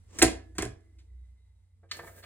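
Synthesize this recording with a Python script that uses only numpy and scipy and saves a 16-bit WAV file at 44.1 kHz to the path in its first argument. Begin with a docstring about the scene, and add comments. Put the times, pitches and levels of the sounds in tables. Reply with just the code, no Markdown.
"""Quiet air, faint narrow bands and a low hum lie under everything, in a small room heard by a phone close above.
A finger rubs the plastic lid of a desk cassette recorder (shaped noise) and pushes it shut: a tick, a loud snap,
then the latch clicks twice as the finger lets go. Each blow is a noise crack plus a push that rings tuned modes.
The snap comes with the desk ringing in low sines. Later a key is pressed and the mechanism clunks in with more
blows, then runs with a noise hiss and a clatter of random ticks through its own modes."""
import sys
import numpy as np
from scipy import signal
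from scipy.fft import rfft, irfft
from scipy.io import wavfile
from scipy.ndimage import uniform_filter1d

SR = 44100
rng = np.random.default_rng(int(sys.argv[2]) if len(sys.argv) > 2 else 0)


def persist_wave(psi):
    """Save psi, clipped to +-1, as 16-bit WAV."""
    counts = np.round(np.clip(psi, -1, 1) * 32767).astype(np.int16)
    wavfile.write(sys.argv[1], SR, np.atleast_2d(counts).T)


N = 99225  # length in samples, 2.25 s

# quiet air, relative spectrum: pitch_hz, density_db (per Hz)
AIR_SPECTRUM = [(20, -23), (40, -8.5), (70, 4.5), (120, -12), (180, -25.5), (460, -31.5), (1000, -36.5),
                (2000, -39), (4000, -43), (9000, -43), (11000, -44.5), (16000, -59.5)]
# faint narrow bands in the air: pitch_hz, level_db (before the air's sag), loudest_s, fall_db_per_s away from it
FAINT_BANDS = [(231, -86, 0.77, 3), (444, -96, .6, 1.5), (2045, -87.5, 1.1, 9), (3860, -92.5, 1.4, 19.5),
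               (890, -98, 1.6, 14.5)]
AIR_DB, AIR_SAG_DB_PER_S, AIR_LEVEL_AT_S = -67, -6, 1.77  # the sag passes 0 dB at the last of these
BAND_WAVER_PER_S = 25

# low hum: time_s, level_db, pitch_hz
HUM_CURVE = [(0.0, -58, 90.4), (0.14, -55.5, 91.87), (0.27, -49.5, 89.36), (0.62, -56, 89.5),
             (1.03, -61.5, 90.17), (1.22, -63.5, 90.44), (1.4, -67, 90.27), (1.92, -57.5, 90.8),
             (2.25, -57, 92.4)]
# ringing of the desk: time_s, level_db, pitch_hz
DESK_CURVE = [(0.2, -23, 56.4), (0.23, -23.5, 64.3), (0.26, -27, 60.6), (0.32, -48, 57.8),
              (0.36, -40.5, 60.5), (0.41, -53, 61.3), (0.49, -53.5, 57), (0.53, -50, 63.5),
              (0.64, -42, 64.72), (0.74, -54.5, 64), (0.8, -70, 66.4), (0.84, -56, 64.2),
              (0.92, -60.5, 65.7), (0.98, -49, 63.45), (1.05, -57.5, 62.3), (1.14, -45.5, 61.1),
              (1.23, -46.5, 62.02), (1.4, -56, 61.8), (1.62, -62.5, 60.45), (1.78, -79, 60.47),
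              (2.11, -57.5, 61.6), (2.25, -67, 66)]
# low thuds through the desk: start_s, pitch_hz, level_db (before swell and decay), rise_s, t60_s
DESK_THUDS = [(0.22, 32.3, -44, 0.0038, 0.16), (0.219, 93, -42, 0.026, 0.083),
              (0.242, 115, -20, 0.005, 0.11), (0.587, 95.6, -35, 0.0069, 0.35),
              (0.64, 117, -16.5, 0.084, 0.18), (0.601, 45, -33.5, 0.044, 0.39),
              (2.076, 103.9, -46, 0.015, 0.13)]

# decay time of the room: pitch_hz, t60_s
ROOM_DECAY = [(100, 0.31), (500, 0.36), (2000, 0.3), (6000, 0.25), (14000, 0.12)]
ROOM_DB, ROOM_RISE_S, ROOM_ALIKE = -7, 0.0013, 0.26
LINGER_DB, LINGER_T60_S, LINGER_HZ = -32.5, 2.2, 296  # quiet, slow low end of the tail
BODY_IN_ROOM_DB = -3

# hiss of the running mechanism, relative spectrum: pitch_hz, density_db (per Hz)
HISS_SPECTRUM = [(100, -8), (200, 0.5), (560, 4.5), (1100, -19.5), (1700, -6.5), (3000, -14.5), (5000, -16),
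                 (7000, -10.5), (11000, -12), (14500, -5), (16000, -19.5)]
HISS_START_S, HISS_DB, HISS_SAG_DB_PER_S, HISS_FLICKER_DB = 1.915, -53, -12, 2
CLATTER_PER_S, CLATTER_DB, CLATTER_SCATTER_DB = 450, -59, 6
CLATTER_SAG_DB_PER_S, CLATTER_TILT_DB_PER_OCTAVE = -23, 4

# finger rubbing the lid, relative spectrum: pitch_hz, density_db (per Hz)
RUB_SPECTRUM = [(150, -14.5), (350, -4), (850, -21), (1130, -15.5), (1450, -24), (2080, -20.5),
                (4500, -27.5), (6000, -22), (8000, -24), (11000, -36.5), (16000, -40)]
RUB_START_S, RUB_SWELL_S, RUB_END_S, RUB_DB = .07, 0.09, 0.29, -50

# blows of key and mechanism: start_s, crack_level_db (before halving and shape), body_level_db (drive into
# the modes), crack_colour_hz, rise_ms, fall_ms, body_tilt_db_per_octave
KEY_BLOWS = [(1.829, -60, -63, 600, 6, 13.8, -5.5), (1.888, -52.5, -68, 2500, 21, 44, 0),
             (1.9125, -26, -49.5, 3490, 0.7, 1.95, 16), (1.9155, -22.5, -54, 2980, 0.87, 5.7, 11),
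             (1.942, -38, -59.5, 1920, 4.6, 6.5, 13), (1.967, -36.5, -55, 8000, 2.1, 5, -4),
             (1.988, -36.5, -40, 1798, 4.6, 7.8, -0.8), (2.015, -45, -62, 800, 1.4, 4, -6.5),
             (2.034, -57.5, -51.5, 1197, 7, 5.6, -5.5), (2.066, -69, -45.5, 1620, 15, 8.5, 1.2),
             (2.093, -41, -64, 606, 2.1, 3.8, -9), (2.226, -44, -63, 2080, 7.7, 7.7, 12),
             (2.236, -37, -55, 1850, 1.5, 6.6, 6)]
# modes of the mechanism: pitch_hz, level_db (before tilt and scatter), t60_s
KEY_MODES = [(153, -12, 0.0663), (262, -26.5, 0.052), (338.7, -12.5, 0.275), (473.6, -4.5, 0.0992),
             (553, -12.5, 0.173), (680, -1, 0.047), (944, -5, 0.029), (1230, -2.5, 0.031),
             (1603, -5, 0.046), (1787, -5.5, 0.063), (2047, -11.5, 0.049), (2286, -16, 0.105),
             (3403, -18, 0.016), (4420, -17, 0.018)]
# blows on the lid: start_s, crack_level_db (before halving and shape), body_level_db (drive into the modes),
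# crack_colour_hz, rise_ms, fall_ms, body_tilt_db_per_octave
LID_BLOWS = [(0.1866, -22.5, -33, 6940, 0.39, 12.4, 1.4), (0.2172, -6.5, -20, 2315, 1.8, 7.2, 0.5),
             (0.2226, 0.5, -26.5, 8130, 2.2, 5.1, 1.4), (0.2262, -6.5, -17, 7500, 0.6, 4.5, -0.6),
             (0.2305, -22.5, -27.5, 2910, 1.1, 13, -0.1), (0.2385, -30.5, -31.5, 8130, 2.35, 4.9, -0.5),
             (0.2605, -21.5, -34.5, 2960, 1.9, 1.8, -3), (0.279, -20.5, -38.5, 1930, 1.5, 3, -2),
             (0.5495, -56, -52.5, 6170, 2.3, 45, -1.5), (0.5826, -19.5, -53, 7330, 0.17, 3.9, -12),
             (0.583, -21.5, -33, 1700, 0.71, 9.2, -0.5), (0.604, -29, -39, 1300, 2.76, 8, 2),
             (0.6225, -20, -33, 7190, 0.33, 3.17, 1.2), (0.6255, -22, -40, 1570, 0.95, 4.6, -4.2),
             (0.645, -32, -42.5, 1500, 2.5, 7.1, -1.5), (0.652, -28, -54, 7000, 0.7, 2.2, -3.2),
             (0.655, -36, -44.5, 2018, 1.9, 2.8, -5), (0.806, -64, -80, 6010, 2.1, 4.46, 2),
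             (0.984, -51.5, -71, 3540, 6.9, 12.95, 7.5)]
# modes of lid and case: pitch_hz, level_db (before tilt and scatter), t60_s
LID_MODES = [(191.3, -11, 0.2), (261.5, -8, 0.12), (325.2, 1, 0.091), (405, -0.5, 0.061), (468, -8, 0.081),
             (579, -8.5, 0.036), (655, -8, 0.064), (741.5, -8, 0.065), (965, -11, 0.035),
             (1090, -14, 0.034), (1300, -15, .04), (1600, -9, 0.04), (1712.6, -34.5, 0.7),
             (1861, -7, 0.032), (2155, -10, 0.045), (2380, -17.5, .04), (2700, -17, .03),
             (3250, -19.5, .04)]

CRACK_WIDTH_OCTAVES, CRACK_TOP_HZ = 0.79, 12800
CRACK_BROAD_DB, BROAD_REACH = -20, 7  # the broad part rolls off this many times above the crack's colour
PUSH_MS, GRIT_HZ, GRIT_DB = 0.3, 483, 7.5
MODE_SCATTER_DB, MODE_SCATTER_SHARE = 1.5, 0.011  # every blow finds the modes a little different

# level of the left port: pitch_hz, level_db
LEFT_LEVEL = [(0, -1.3), (2500, -2.5), (4000, -.2), (16000, 0)]
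# phase of the left port against the right: pitch_hz, lead_half_cycles (negative trails)
LEFT_LEAD = [(0, 0), (500, -.1), (2700, .42), (5300, 1), (8400, 2), (12500, 3), (16500, 4)]
ALIKE_BELOW_HZ, ALIKE_ABOVE_HZ = 84, 6500  # noises become the same in both ports beyond these
TOP_HZ = 16300


def amp(db):
    """Turn decibels into a gain."""
    return 10 ** (np.asarray(db) / 20)


def unit(x):
    """Scale to an rms of 1."""
    return x / np.sqrt(np.mean(x ** 2))


def decay(t, t60):
    """Exponential decay that falls 60 dB in t60 seconds."""
    return np.exp(-np.log(1000) * t / t60)


def shaped(x, gain):
    """Filter by a gain that is a function of frequency."""
    n = x.shape[-1]
    hz = np.arange(n // 2 + 1) * SR / n + 1  # the extra 1 Hz keeps logarithms finite
    return irfft(rfft(x) * gain(hz), n)


def pair(size, alike):
    """Two noises, the same in the bass and high treble, partly alike between."""
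    a, b = rng.standard_normal((2, size))

    def separate(f):
        bass_cut = f ** 2 / (f ** 2 + ALIKE_BELOW_HZ ** 2)
        treble_cut = 1 / (1 + (f / ALIKE_ABOVE_HZ) ** 10)
        return np.sqrt(1 - min(alike, 1) ** 2) * bass_cut * treble_cut

    common = shaped(a, lambda f: np.sqrt(1 - separate(f) ** 2))
    return np.array([a, common + shaped(b, separate)])


def noise(spectrum, alike):
    """Two-channel noise of a given spectrum; rms 1."""
    hz, db = np.array(spectrum).T
    return unit(shaped(pair(N, alike), lambda f: amp(np.interp(np.log(f), np.log(hz), db))))


def walk(rate):
    """Smoothed random steps, rate per second, spread near 1."""
    k = int(SR / rate)
    steps = np.repeat(rng.standard_normal(N // k + 1), k)
    return 1.4 * uniform_filter1d(uniform_filter1d(steps, k), k)[:N]


def tone(curve, t):
    """A low sine on a level and pitch curve, silent before its first point."""
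    s, db, hz = np.array(curve).T
    level = np.sqrt(2) * amp(np.interp(t, s, db, left=-120))
    phase = 2 * np.pi * np.cumsum(np.interp(t, s, hz)) / SR
    return level * np.sin(phase)


def faint_bands(t):
    """Narrow bands of noise, each wavering and loudest at its own moment."""
    bands = 0
    for hz, db, loudest, fall in FAINT_BANDS:
        level = amp(db - fall * np.abs(t - loudest) + 3.0 * walk(BAND_WAVER_PER_S))
        band = shaped(rng.standard_normal(N), lambda f: 1 / (1 + ((f - hz) / (0.034 * hz)) ** 2))
        bands = bands + level * unit(band)
    return bands


def room_air(t):
    """Quiet broadband air noise with the faint bands, steadily getting quieter."""
    bands = faint_bands(t)
    air = noise(AIR_SPECTRUM, 0.1) * amp(AIR_DB + 0.69 * walk(24))
    return (air + bands) * amp(AIR_SAG_DB_PER_S * (t - AIR_LEVEL_AT_S))


def hum(t):
    """A low sine near 90 Hz that drifts in level and pitch."""
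    return tone(HUM_CURVE, t)


def thuds(t):
    """Low sine rings that swell and die away through the desk."""
    out = 0
    for s, hz, db, rise, t60 in DESK_THUDS:
        age = np.maximum(t - s, 0)
        out = out + amp(db) * np.sin(2 * np.pi * hz * age) * (1 - np.exp(-age / rise)) * decay(age, t60)
    return out


def desk(t):
    """The ringing desk: one drifting low sine, faded in over 80 ms, plus the thuds."""
    fade_in = np.clip((t - DESK_CURVE[0][0]) / 0.08, 0, 1)
    return tone(DESK_CURVE, t) * fade_in + thuds(t)


def room(x):
    """Reverb from a decaying noise tail, band by band, partly alike in both ports."""
    t, tail = np.arange(SR) / SR, 0
    hz, t60 = np.array(ROOM_DECAY).T
    for centre in 2 ** np.arange(7, 14.1, 1):  # octave bands from 128 Hz
        band = shaped(pair(len(t), ROOM_ALIKE),
                      lambda f: np.cos(np.pi / 2 * np.clip(np.log2(f / centre), -1, 1)))
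        tail = tail + band * decay(t, np.interp(np.log(centre), np.log(hz), t60))
    low = shaped(pair(len(t), ROOM_ALIKE), lambda f: np.exp(-np.log2(f / LINGER_HZ) ** 2))
    tail = tail + amp(LINGER_DB) * low * decay(t, LINGER_T60_S)  # the lows linger
    tail = tail * (1 - np.exp(-t / ROOM_RISE_S))
    tail = tail / np.sqrt(np.sum(tail ** 2) / 2)  # unit energy per port on average
    return signal.fftconvolve(x[None], tail, axes=1)[:, :N] * amp(ROOM_DB)


def ring(modes, tilt_db):
    """Decaying sines answer one tap; neighbours start in opposite directions, short modes are scattered."""
    t = np.arange(SR // 2) / SR
    hz, db, t60 = np.array(modes).T[:, :, None]
    chance = rng.standard_normal((2, len(modes), 1)) * (t60 < .3)  # long modes stay in tune
    sign = (-1.) ** np.arange(len(modes))[:, None]
    gain = sign * amp(db + tilt_db * np.log2(hz / 1000) + MODE_SCATTER_DB * chance[0])
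    detuned_hz = hz * (1 + MODE_SCATTER_SHARE * chance[1])
    return np.sum(gain * np.sin(2 * np.pi * detuned_hz * t) * decay(t, t60), axis=0)


def hiss(t):
    """Mechanism hiss: noise that starts with the key, flickers and sags."""
    age = t - HISS_START_S
    steady = noise(HISS_SPECTRUM, 0.35)
    level = amp(HISS_DB + HISS_SAG_DB_PER_S * age + HISS_FLICKER_DB * walk(59.91))
    return steady * np.clip(age / 0.0118, 0, 1) * level


def clatter(t):
    """Gears and belts tick unevenly into the mechanism's modes once it runs."""
    age = t - HISS_START_S
    ticks = (rng.random(N) < CLATTER_PER_S / SR) * rng.standard_normal(N)
    ticks = ticks * amp(CLATTER_SCATTER_DB * walk(40))
    rung = unit(signal.fftconvolve(ticks, ring(KEY_MODES, CLATTER_TILT_DB_PER_OCTAVE))[:N])
    return rung * np.clip(age / 0.0094, 0, 1) * amp(CLATTER_DB + CLATTER_SAG_DB_PER_S * age)


def rub(t):
    """Skin slides on plastic: grainy noise that swells and stops short."""
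    swell = np.clip((t - RUB_START_S) / RUB_SWELL_S, 0, 1) ** 1.46
    stop = np.clip((RUB_END_S - t) / 0.011, 0, 1)
    return noise(RUB_SPECTRUM, 0.43) * swell * stop * amp(RUB_DB + 2.2 * walk(120))


def crack_noise(chance, colour_hz):
    """Noise of a rough contact: a bump around its colour over a fainter broad part; rms 1."""
    def colour(f):
        bump = np.exp(-.5 * (np.log2(f / colour_hz) / CRACK_WIDTH_OCTAVES) ** 2)
        broad = amp(CRACK_BROAD_DB) * (f > 400) / (1 + (f / colour_hz / BROAD_REACH) ** 4)
        return (bump + broad) / (1 + (f / CRACK_TOP_HZ) ** 6)

    return unit(shaped(chance, colour))


def blows(table, modes):
    """Each blow is a rough contact: heard as a coloured crack, and ringing the modes as body."""
    size = 4096  # samples of contact, about 93 ms
    crack, body = np.zeros(N + SR), np.zeros(N + SR)
    ms = np.arange(size) / SR * 1000
    # a smooth push drives the low modes, grit the high ones
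    push = ms * np.exp(-ms / PUSH_MS)
    push = push / np.sum(push)
    for s, crack_db, body_db, colour_hz, rise_ms, fall_ms, tilt_db in table:
        i = int(s * SR)
        chance = rng.standard_normal((2, size))
        shape = (1 - np.exp(-ms / rise_ms)) * np.exp(-ms / fall_ms)
        crack[i:i + size] += crack_noise(chance[0], colour_hz) * shape * amp(crack_db) / 2
        grit = shaped(chance[1], lambda f: f ** 2 / (f ** 2 + GRIT_HZ ** 2))
        grit = grit * shape / np.sqrt(np.sum(shape ** 2))
        drive = (grit * amp(GRIT_DB) + push) * amp(body_db)
        rung = signal.fftconvolve(drive, ring(modes, tilt_db))
        body[i:i + len(rung)] += rung
    return np.array([crack[:N], body[:N]])


def key():
    """Key press and clunk: contacts ring the modes of the mechanism."""
    return blows(KEY_BLOWS, KEY_MODES)


def lid():
    """Tick, snap and latch clicks: contacts ring the modes of lid and case."""
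    return blows(LID_BLOWS, LID_MODES)


def two_ports(both):
    """The left port is a little quieter below the treble, trails slightly in the bass, leads above about 1 kHz."""
    def left(f):
        half_cycles = np.interp(f, *np.array(LEFT_LEAD).T)
        return np.exp(1j * np.pi * half_cycles) * amp(np.interp(f, *np.array(LEFT_LEVEL).T))

    return np.array([shaped(both[0], left), both[1]])


def scene():
    """Mix lid, key, mechanism and background; blows and clatter also feed the room."""
    t = np.arange(N) / SR
    crack, body = lid() + key()
    body = body + clatter(t)
    reverb = room(crack + amp(BODY_IN_ROOM_DB) * body)
    handling = crack + body + reverb + rub(t) + hiss(t)
    background = room_air(t) + desk(t) + hum(t)
    return two_ports(handling + background)


def record(dry):
    """The phone rounds the loudest peaks and cuts the top."""
    top_cut = signal.ellip(10, .2, 80, TOP_HZ, fs=SR, output="sos")
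    return signal.sosfilt(top_cut, np.tanh(dry))


dry = scene()
out = record(dry)
persist_wave(out)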